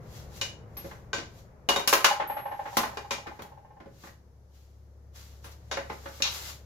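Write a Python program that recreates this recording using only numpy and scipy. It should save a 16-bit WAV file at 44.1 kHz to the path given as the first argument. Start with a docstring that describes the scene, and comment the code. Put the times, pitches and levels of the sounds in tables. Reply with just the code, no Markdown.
"""Freeing a strut from its spring

A car strut is worked loose from its coil spring on a concrete garage floor. Impacts excite the modes
of the steel top mount, which clinks and clatters, and the heavy strut knocks on its supports. The coil
shudders against its seat, small hardware pings, and friction makes a short scrape and the rustle of
sleeves. The room reverberates, over a low machine hum and a distant rumble."""
import sys
import numpy as np
from scipy import signal
from scipy.fft import rfft, irfft
from scipy.io import wavfile
from scipy.ndimage import uniform_filter1d

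SR = 44100
rng = np.random.default_rng(int(sys.argv[2]) if len(sys.argv) > 2 else 0)


def dump(signal):
    """Clip the signal to [-1, 1] and save it as 16-bit WAV at the path in sys.argv[1]."""
    limited = np.clip(np.atleast_2d(signal).T, -1, 1)
    pcm = np.round(limited * 32767).astype(np.int16)
    wavfile.write(sys.argv[1], SR, pcm)


N = 293265
TIME, RING_TIME = np.arange(N) / SR, np.arange(SR) / SR

# Levels are relative within each table; t60 is the time to decay by 60 dB.
# Steel on steel: start_s, level_db, thud_db, hardness_db, tick_db, mount_db, clatter_t60_s, favoured_hz
STEEL_STRIKES = [(0.413, 3, 0.5, 12.5, -12.5, -9.5, 0.13, 3050), (0.768, -1, 0, -2, -41, -30, 0.23, 2325),
                 (1.131, 8, 1, 3.5, -25, -6, 0.26, 1540), (1.183, 3, 6.5, 1, -37, -25, 0.055, 1480),
                 (1.688, 25, -9, -5, -22, -11.5, 0.13, 2880),
                 (1.76, 17, -7.5, -4.5, -21, -8.5, 0.057, 3690),
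                 (1.793, 18.5, -12, -12.5, -26, -15.5, 0.049, 3690),
                 (1.875, 16.5, -5.5, 6.5, -3.5, -12, 0.079, 5400),
                 (1.927, 30.5, -17.5, -9.5, -20, -13.5, 0.04, 1200),
                 (1.935, 21.5, -17.5, 1.5, -8.5, -18, 0.031, 1297),
                 (2.044, 31, -25, -3.5, -20.5, -15.5, 0.063, 3130),
                 (2.082, 16.5, -25, -13, -23, -12.5, 0.075, 1050),
                 (2.769, 26.5, -8, -7, -16, -18.5, 0.084, 1049),
                 (2.971, 11.5, -8, -7.5, -31, -15, 0.043, 2454),
                 (3.108, 13.5, -8, 0.5, -22, -11, 0.16, 2454), (3.42, 1, -1, -6.5, -14, -22.5, 0.043, 1880),
                 (5.443, 1, -9.5, -6, -16, -20, 0.2, 1760), (5.713, 12, -8.5, -0.5, -29, -11, 0.19, 4280),
                 (6.222, -5.5, -26, 28.5, 0, -10.5, 0.02, 4120)]
# The strut shifting against its supports: start_s, level_db, thud_db, favoured_hz
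STRUT_KNOCKS = [(0.844, -1.5, 15, 560), (0.911, 2, -13, 1945), (2.832, 17.5, -13, 1945),
                (3.268, 9, -3.5, 2454), (3.391, 4, -1.5, 1945), (3.801, -4.5, 6, 945),
                (3.858, -10.5, 17, 560), (4.036, -2, 3, 1200), (4.069, -2.5, -5, 1945), (5.77, 16, -6, 560),
                (5.897, 10, 3, 843), (6.034, -13, 9, 1540), (6.057, 8, -8, 560), (6.201, 3.5, 3, 560)]
# Treble roll-off of a knock: frequency_hz, gain_db
KNOCK_ROLLOFF = [(1900, -0.5), (2700, -10.5), (5500, -14.5), (12000, -34.5)]
# Modes of the top mount: pitch_hz, level_db, t60_s
MOUNT_MODES = [(288, -17, 0.064), (421, -9, 0.12), (555, -5.5, 0.17), (732, -5.5, 0.087),
               (845, -6.5, 0.093), (963, -5, 0.066), (1041.5, -4, .14), (1180, -7, 0.065),
               (1294, -10.5, 0.12), (1552, 1, 0.077), (1913, -9.5, 0.14), (2350, -6.5, 0.18),
               (2447, -4, 0.15), (2877, -2, 0.14), (3000, -4.5, 0.042), (3720, 0.5, 0.12),
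               (4230, -8.5, 0.09), (4535, -11, .14), (5460, -2.5, 0.1), (6370, -3.5, .13), (6950, 1, 0.15),
               (6730, -2, 0.22)]
# The coil bouncing on its seat: start_s, level_db, hardness_db
COIL_BOUNCES = [(2.108, -19, -13.5), (2.197, -21, 2.5), (2.296, -24.5, -1.5), (2.366, -28, 2.5),
                (2.454, -24, -8.5), (2.513, -27.5, -4), (2.591, -26, -8), (2.654, -30, 2)]
# Short-lived modes of the coil: pitch_hz, level_db, t60_s
COIL_MODES = [(568.6, -5, 0.087), (621, -8, 0.071), (800.7, 1.5, 0.093), (845.5, 3.5, 0.079),
              (924, -2, 0.089), (1065, -9, 0.13), (1376, -31.5, 0.13), (1572, -13.5, 0.13),
              (1790, -13, .11), (2330, -20.5, 0.085), (2880, -26, 0.18)]
# Lightly damped modes of the coil: pitch_hz, level_db, t60_s
LINGERING_MODES = [(812, -42, 5), (847, -42, 5), (825, -47, 4.2), (940, -43, 2.2)]
# Spectrum of the coil's rattle: frequency_hz, gain_db
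RATTLE_SPECTRUM = [(100, -19.5), (400, -6), (900, -2.5), (1900, -1.5), (3200, -11), (4500, -19),
                   (7000, -25.5), (15000, -50.5)]
# Pings of a nut or washer: start_s, level_db, finger_damping_db_per_s
NUT_PINGS = [(0.772, -30.5, 168), (2.275, -33.5, 16)]
# Its modes, of which the close pair beats: pitch_hz, level_db, t60_s
NUT_MODES = [(11550, -6, 0.9), (11548, -11, 0.99), (11720, -4, 0.29), (13250, -7, 0.25)]
# Spectrum of the scrape: frequency_hz, gain_db
SLIP_SPECTRUM = [(200, -30.5), (1000, -3.5), (1900, -4.5), (2600, 1), (3800, 5.5), (6500, -4), (7800, -29),
                 (11000, -27.5), (16000, -54)]
# Resonances of the scrape: pitch_hz, bandwidth_hz, level_db
SLIP_RESONANCES = [(2380, 30, -2), (3360, 24, -4), (3980, 50, -9), (4030, 28, -8), (6080, 33, -5),
                   (6380, 35, -4)]
# Strokes of sleeves and gloves: peak_s, level_db, swell_s, fade_s
CLOTH_STROKES = [(0.17, -42, 0.13, 0.12), (0.375, -39, 0.082, 0.05), (0.87, -44.5, 0.13, 0.14),
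                 (1.39, -49, 0.13, 0.06), (2.75, -42, 0.19, 0.36), (3.359, -56.5, 0.57, 0.28),
                 (4.06, -44, 0.13, 0.08), (4.55, -56, 0.053, 0.28), (5.16, -42, 0.022, 0.24),
                 (5.452, -44, 0.038, 0.053), (5.52, -43, 0.018, 0.031), (5.93, -43.5, 0.042, 0.12),
                 (6.089, -42.5, 0.045, 0.081), (6.36, -29.5, 0.2, 0.14), (6.499, -32, 0.51, 0.059)]
# Spectrum of sliding cloth: frequency_hz, gain_db
CLOTH_SPECTRUM = [(100, -23), (300, -6), (600, 2), (1300, 6), (2500, 6.5), (4000, 10.5), (7000, 12.5),
                  (10000, -1.5), (13000, 1.5), (16000, -2.5)]
# Reverberation time of the garage: frequency_hz, t60_s
GARAGE_DECAY = [(150, 0.44), (400, 0.31), (1000, 0.31), (2800, 0.31), (7000, 0.29), (15000, 0.25)]
# Partials of the machine hum: pitch_hz, level_db
HUM_PARTIALS = [(70, -0.5), (104, -9.5), (140, -25)]
# Envelope of the hum: time_s, level_db
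HUM_ENVELOPE = [(0, -50), (0.95, -49.5), (1.4, -55), (2.5, -62), (3.0, -51), (3.6, -56), (5.2, -45.5),
                (6.65, -45)]
# Spectrum of the distant rumble: frequency_hz, gain_db
RUMBLE_SPECTRUM = [(20, -24), (45, -1.5), (75, -2), (120, 2), (170, -3.5), (260, -15), (480, -11),
                   (750, -16), (1200, -21.5), (2200, -27.5), (5000, -57)]
# Envelope of the rumble: time_s, level_db
RUMBLE_ENVELOPE = [(0, -43), (1.0, -46.5), (1.8, -51), (3.5, -53), (4.6, -60.5), (5.7, -52.5), (6.65, -51)]
# Spectrum of still air: frequency_hz, gain_db
AIR_SPECTRUM = [(20, 27.5), (60, 23.5), (130, 20), (500, 18.5), (1200, 1), (2500, -4), (6000, 7),
                (10000, -5.5), (16000, -8.5)]
# Left-right likeness of diffuse sound: frequency_hz, correlation
COHERENCE = [(30, 0.89), (120, 1), (250, 0.67), (500, 0.89), (1000, 0), (3000, 0), (16000, 0)]
# Response of the microphone: frequency_hz, gain_db
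MICROPHONE_RESPONSE = [(1000, -3), (7300, -10), (8100, -13.5), (9200, -12), (10500, -3.5), (14500, -3),
                       (16000, -15.5)]

TREMBLE_START_S, TREMBLE_END_S = 2.72, 3.8
CLANK_HZ, CLINK_HZ, TICK_HZ = 2400, 6120, 12100  # treble bands of an impact


def clinks(out_db=-3, pan_db=0.9):
    """Hard impact: the harder steel meets steel, the more treble the contact excites."""
    out = np.zeros((2, N))
    for start_s, db, thud_db, hard_db, tick_db, mount_db, t60_s, favoured_hz in STEEL_STRIKES:
        treble = [(CLANK_HZ, 0.77 * hard_db - 1), (CLINK_HZ, hard_db), (TICK_HZ, tick_db)]
        add(out, start_s, amp(db) * impact(thud_db, treble, mount_db, t60_s, favoured_hz))
    return out * amp([[out_db + pan_db], [out_db - pan_db]])


def knocks(out_db=-3, mount_db=-16, t60_s=0.085):
    """Dull impact: the heavy strut's longer contacts put little energy into the treble."""
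    out = np.zeros((2, N))
    for start_s, db, thud_db, favoured_hz in STRUT_KNOCKS:
        knock = impact(thud_db, KNOCK_ROLLOFF, mount_db, t60_s, favoured_hz)
        add(out, start_s, amp(db + out_db) * knock)
    return out


def impact(thud_db, treble, mount_db, t60_s, favoured_hz):
    """Impulse excitation: a crack, a clatter and the mount's modes, some favoured by the strike point."""
    hz, mode_db, mode_t60_s = np.transpose(MOUNT_MODES)
    favoured_db = 9 * np.exp(-(np.log(hz / favoured_hz) / 0.12) ** 2)
    modes = np.transpose([hz, mode_db + favoured_db, mode_t60_s])
    sound = amp(mount_db - 28) * ring(modes, split=0.011)
    add(sound, 0, clatter(t60_s))
    add(sound, 0, amp(-6) * clatter(t60_s=0.0067))  # the crack
    rise_s = 0.00061 * amp(-0.6 * value_at(treble, CLINK_HZ))  # dull contacts build up more slowly
    sound *= 1 - np.exp(-RING_TIME / rise_s)
    bass = [(50, thud_db - 10), (150, thud_db), (520, thud_db / 2 + 1), (1000, 0)]
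    return colour(sound, bass + treble)


def clatter(t60_s, size=8192):
    """Modal overlap: a crowd of short-lived modes merges into a noise burst, here of unit energy."""
    burst = diffuse(rng.standard_normal((2, size))) * amp(-60 * RING_TIME[:size] / t60_s)
    return burst / np.sqrt(np.sum(burst ** 2) / 2)


def coil(rise_s=0.0036, hand_damping_db_per_s=90):
    """Free vibration: taps ring and rattle the coil, and close modes beat until a hand damps them."""
    out = np.zeros((2, N))
    swell = 1 - np.exp(-RING_TIME / rise_s)
    for start_s, db, hard_db in coil_taps():
        tap = ring(COIL_MODES, split=0.014)
        rattle = colour(clatter(t60_s=0.2), RATTLE_SPECTRUM)
        add(tap, 0, amp(35 + hard_db) * rattle)
        add(out, start_s, amp(db) * tap * swell)
    add(out, COIL_BOUNCES[0][0], ring(LINGERING_MODES, count=1, size=N))
    return out * amp(-hand_damping_db_per_s * np.maximum(TIME - TREMBLE_END_S, 0))


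def coil_taps(rebound_s=0.021, rebound_db=-7, gap_s=0.066, jitter_s=0.0095, fade_db_per_s=13):
    """Inelastic collision: each bounce rebounds once, more weakly; then a light tremble dies away."""
    rebounds = [(s + rebound_s, db + rebound_db, hard_db) for s, db, hard_db in COIL_BOUNCES]
    tremble = []
    for s in np.arange(TREMBLE_START_S, TREMBLE_END_S, gap_s):
        db = -32 - fade_db_per_s * (s - TREMBLE_START_S)
        tremble.append((rng.normal(s, jitter_s), db, -10))  # start_s, level_db, hardness_db
    return COIL_BOUNCES + rebounds + tremble


def pings():
    """Small bodies have high modes: a steel nut rings above 11 kHz, damped by the fingers."""
    out = np.zeros((2, N))
    for start_s, db, damping_db_per_s in NUT_PINGS:
        add(out, start_s, amp(db - damping_db_per_s * RING_TIME) * ring(NUT_MODES, count=1))
    return out


def slip(start_s=6.222, end_s=6.28, rise_s=0.018, release_db_per_s=1200, drive_db=-25.5, pan_db=2):
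    """Stick-slip friction: the strut catches and lets go on its seat, driving narrow resonances."""
    release_db = release_db_per_s * np.clip(TIME - end_s, 0, 0.5)
    pressure = np.clip((TIME - start_s) / rise_s, 0, 1) * amp(drive_db - release_db)
    drive = crackle(SLIP_SPECTRUM, rate_per_s=2200) * pressure
    ringing = sum(amp(db + 7) * signal.lfilter(*signal.iirpeak(hz, hz / width_hz, SR), drive)
                  for hz, width_hz, db in SLIP_RESONANCES)
    return (drive + ringing) * amp([[pan_db], [-pan_db]])


def rustle(snap_db=-7, depth_db=17, out_db=-3, pan_db=1):
    """Friction noise: cloth and rubber hiss, with small fibre snaps, in strokes that swell and fade."""
    hiss = noise(CLOTH_SPECTRUM) + amp(snap_db) * crackle(CLOTH_SPECTRUM, rate_per_s=900)
    strokes_db = [db - depth_db * np.maximum((peak_s - TIME) / swell_s, (TIME - peak_s) / fade_s)
                  for peak_s, db, swell_s, fade_s in CLOTH_STROKES]
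    return hiss * amp(np.max(strokes_db, axis=0)) * amp([[out_db + pan_db], [out_db - pan_db]])


def garage(sound, delay_s=0.0011, frame=256):
    """Reverberation: dense reflections from floor and walls, each band decaying at its own rate."""
    arrivals = rng.standard_normal((2, SR)) * (rng.random((2, SR)) < 0.15)
    reflections = diffuse(arrivals) * (RING_TIME > delay_s)
    hz, age_s, bands = signal.stft(reflections, SR, nperseg=frame)
    decay = amp(-60 * age_s / value_at(GARAGE_DECAY, hz)[:, None])
    tail = signal.istft(bands * decay, SR, nperseg=frame)[1]
    return signal.fftconvolve(sound, tail / np.linalg.norm(tail[0]), axes=1)[:, :N]


def background(waver_hz=0.99, hum_db=-1, air_db=-62, pan_db=1.1):
    """Frequency modulation: a machine's partials waver together, over distant rumble and still air."""
    drift = unit_rms(uniform_filter1d(uniform_filter1d(rng.standard_normal(N), 6000), 3000))
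    clock_s = TIME + np.cumsum(waver_hz * drift) / SR / HUM_PARTIALS[0][0]
    partials = sum(amp(db) * np.sin(2 * np.pi * (hz * clock_s + rng.random())) for hz, db in HUM_PARTIALS)
    hum = amp(hum_db) * unit_rms(partials) * envelope(HUM_ENVELOPE)
    rumble = noise(RUMBLE_SPECTRUM) * envelope(RUMBLE_ENVELOPE)
    air = amp(air_db) * noise(AIR_SPECTRUM)
    return (hum + rumble + air) * amp([[pan_db], [-pan_db]])


def ring(modes, split=0, spread_rad=0.98, count=2, size=SR):
    """Modal superposition: damped sinusoids, single or in detuned pairs, phased apart left and right."""
    hz, db, t60_s = np.transpose(np.repeat(modes, count, axis=0))[:, :, None]
    hz = hz * (1 + split * rng.uniform(-1, 1, hz.shape))
    swing = amp(db - 60 * TIME[:size] / t60_s) * np.exp(2j * np.pi * hz * TIME[:size])
    phase = 2 * np.pi * rng.random(len(modes))
    phase = phase + spread_rad * np.outer([-0.5, 0.5], rng.choice([-1, 1], len(modes)))
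    return (np.exp(1j * np.repeat(phase, count, axis=1)) @ swing).real / count


def crackle(spectrum, rate_per_s):
    """Shot noise: filtered random impulses of unit rms."""
    impulses = (rng.random(N) < rate_per_s / SR) * rng.standard_normal((2, N))
    return unit_rms(colour(impulses, spectrum))


def noise(spectrum):
    """Filtered Gaussian noise: steady, diffuse and of unit rms."""
    return unit_rms(colour(diffuse(rng.standard_normal((2, N))), spectrum))


def diffuse(pair):
    """Spatial coherence: long waves reach two close points alike, short waves independently."""
    left, other = rfft(pair)
    likeness = value_at(COHERENCE, np.fft.rfftfreq(pair.shape[1], 1 / SR))
    right = likeness * left + np.sqrt(1 - likeness ** 2) * other
    return irfft([left, right], pair.shape[1])


def colour(sound, spectrum, size=4096):
    """Minimum-phase filtering: the response is causal, so attacks stay sharp."""
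    log_gain = np.log(amp(value_at(spectrum, abs(np.fft.fftfreq(size, 1 / SR)))))
    response = np.exp(np.conj(signal.hilbert(log_gain)))
    taps = np.fft.ifft(response).real[:size // 2]
    return signal.oaconvolve(sound, taps[None], axes=1)[:, :sound.shape[1]]


def value_at(curve, hz):
    """Interpolation on a log-frequency axis."""
    points_hz, values = np.transpose(curve)
    return np.interp(np.log(hz + 1), np.log(points_hz + 1), values)


def envelope(curve):
    """Interpolation in decibels gives a gain for every sample."""
    return amp(np.interp(TIME, *np.transpose(curve)))


def amp(db):
    """Amplitude ratio from decibels."""
    return 10 ** (np.asarray(db) / 20)


def unit_rms(sound):
    """Normalisation to an rms of one."""
    return sound / np.sqrt(np.mean(sound ** 2) + 1e-20)


def add(mix, start_s, sound):
    """Superposition: a sound joins the mix at start_s."""
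    part = mix[..., round(start_s * SR):][..., :sound.shape[-1]]
    part += sound[..., :part.shape[-1]]


def scene(impact_room_db=-1, ring_room_db=-8, rub_room_db=-3):
    """Direct and reverberant fields add to the background."""
    impacts = clinks() + knocks()
    rings = coil() + pings()
    rubs = slip() + rustle()
    room = garage(amp(impact_room_db) * impacts + amp(ring_room_db) * rings + amp(rub_room_db) * rubs)
    return impacts + rings + rubs + room + background()


def record(dry, cutoff_hz=16300):
    """Transduction: the microphone notches the treble, softly saturates on peaks and limits the band."""
    saturated = np.tanh(colour(dry, MICROPHONE_RESPONSE))
    lowpass = signal.firwin(511, cutoff_hz, window=("kaiser", 9), fs=SR)
    return signal.oaconvolve(saturated, lowpass[None], "same", axes=1)


dry = scene()
out = record(dry)
dump(out)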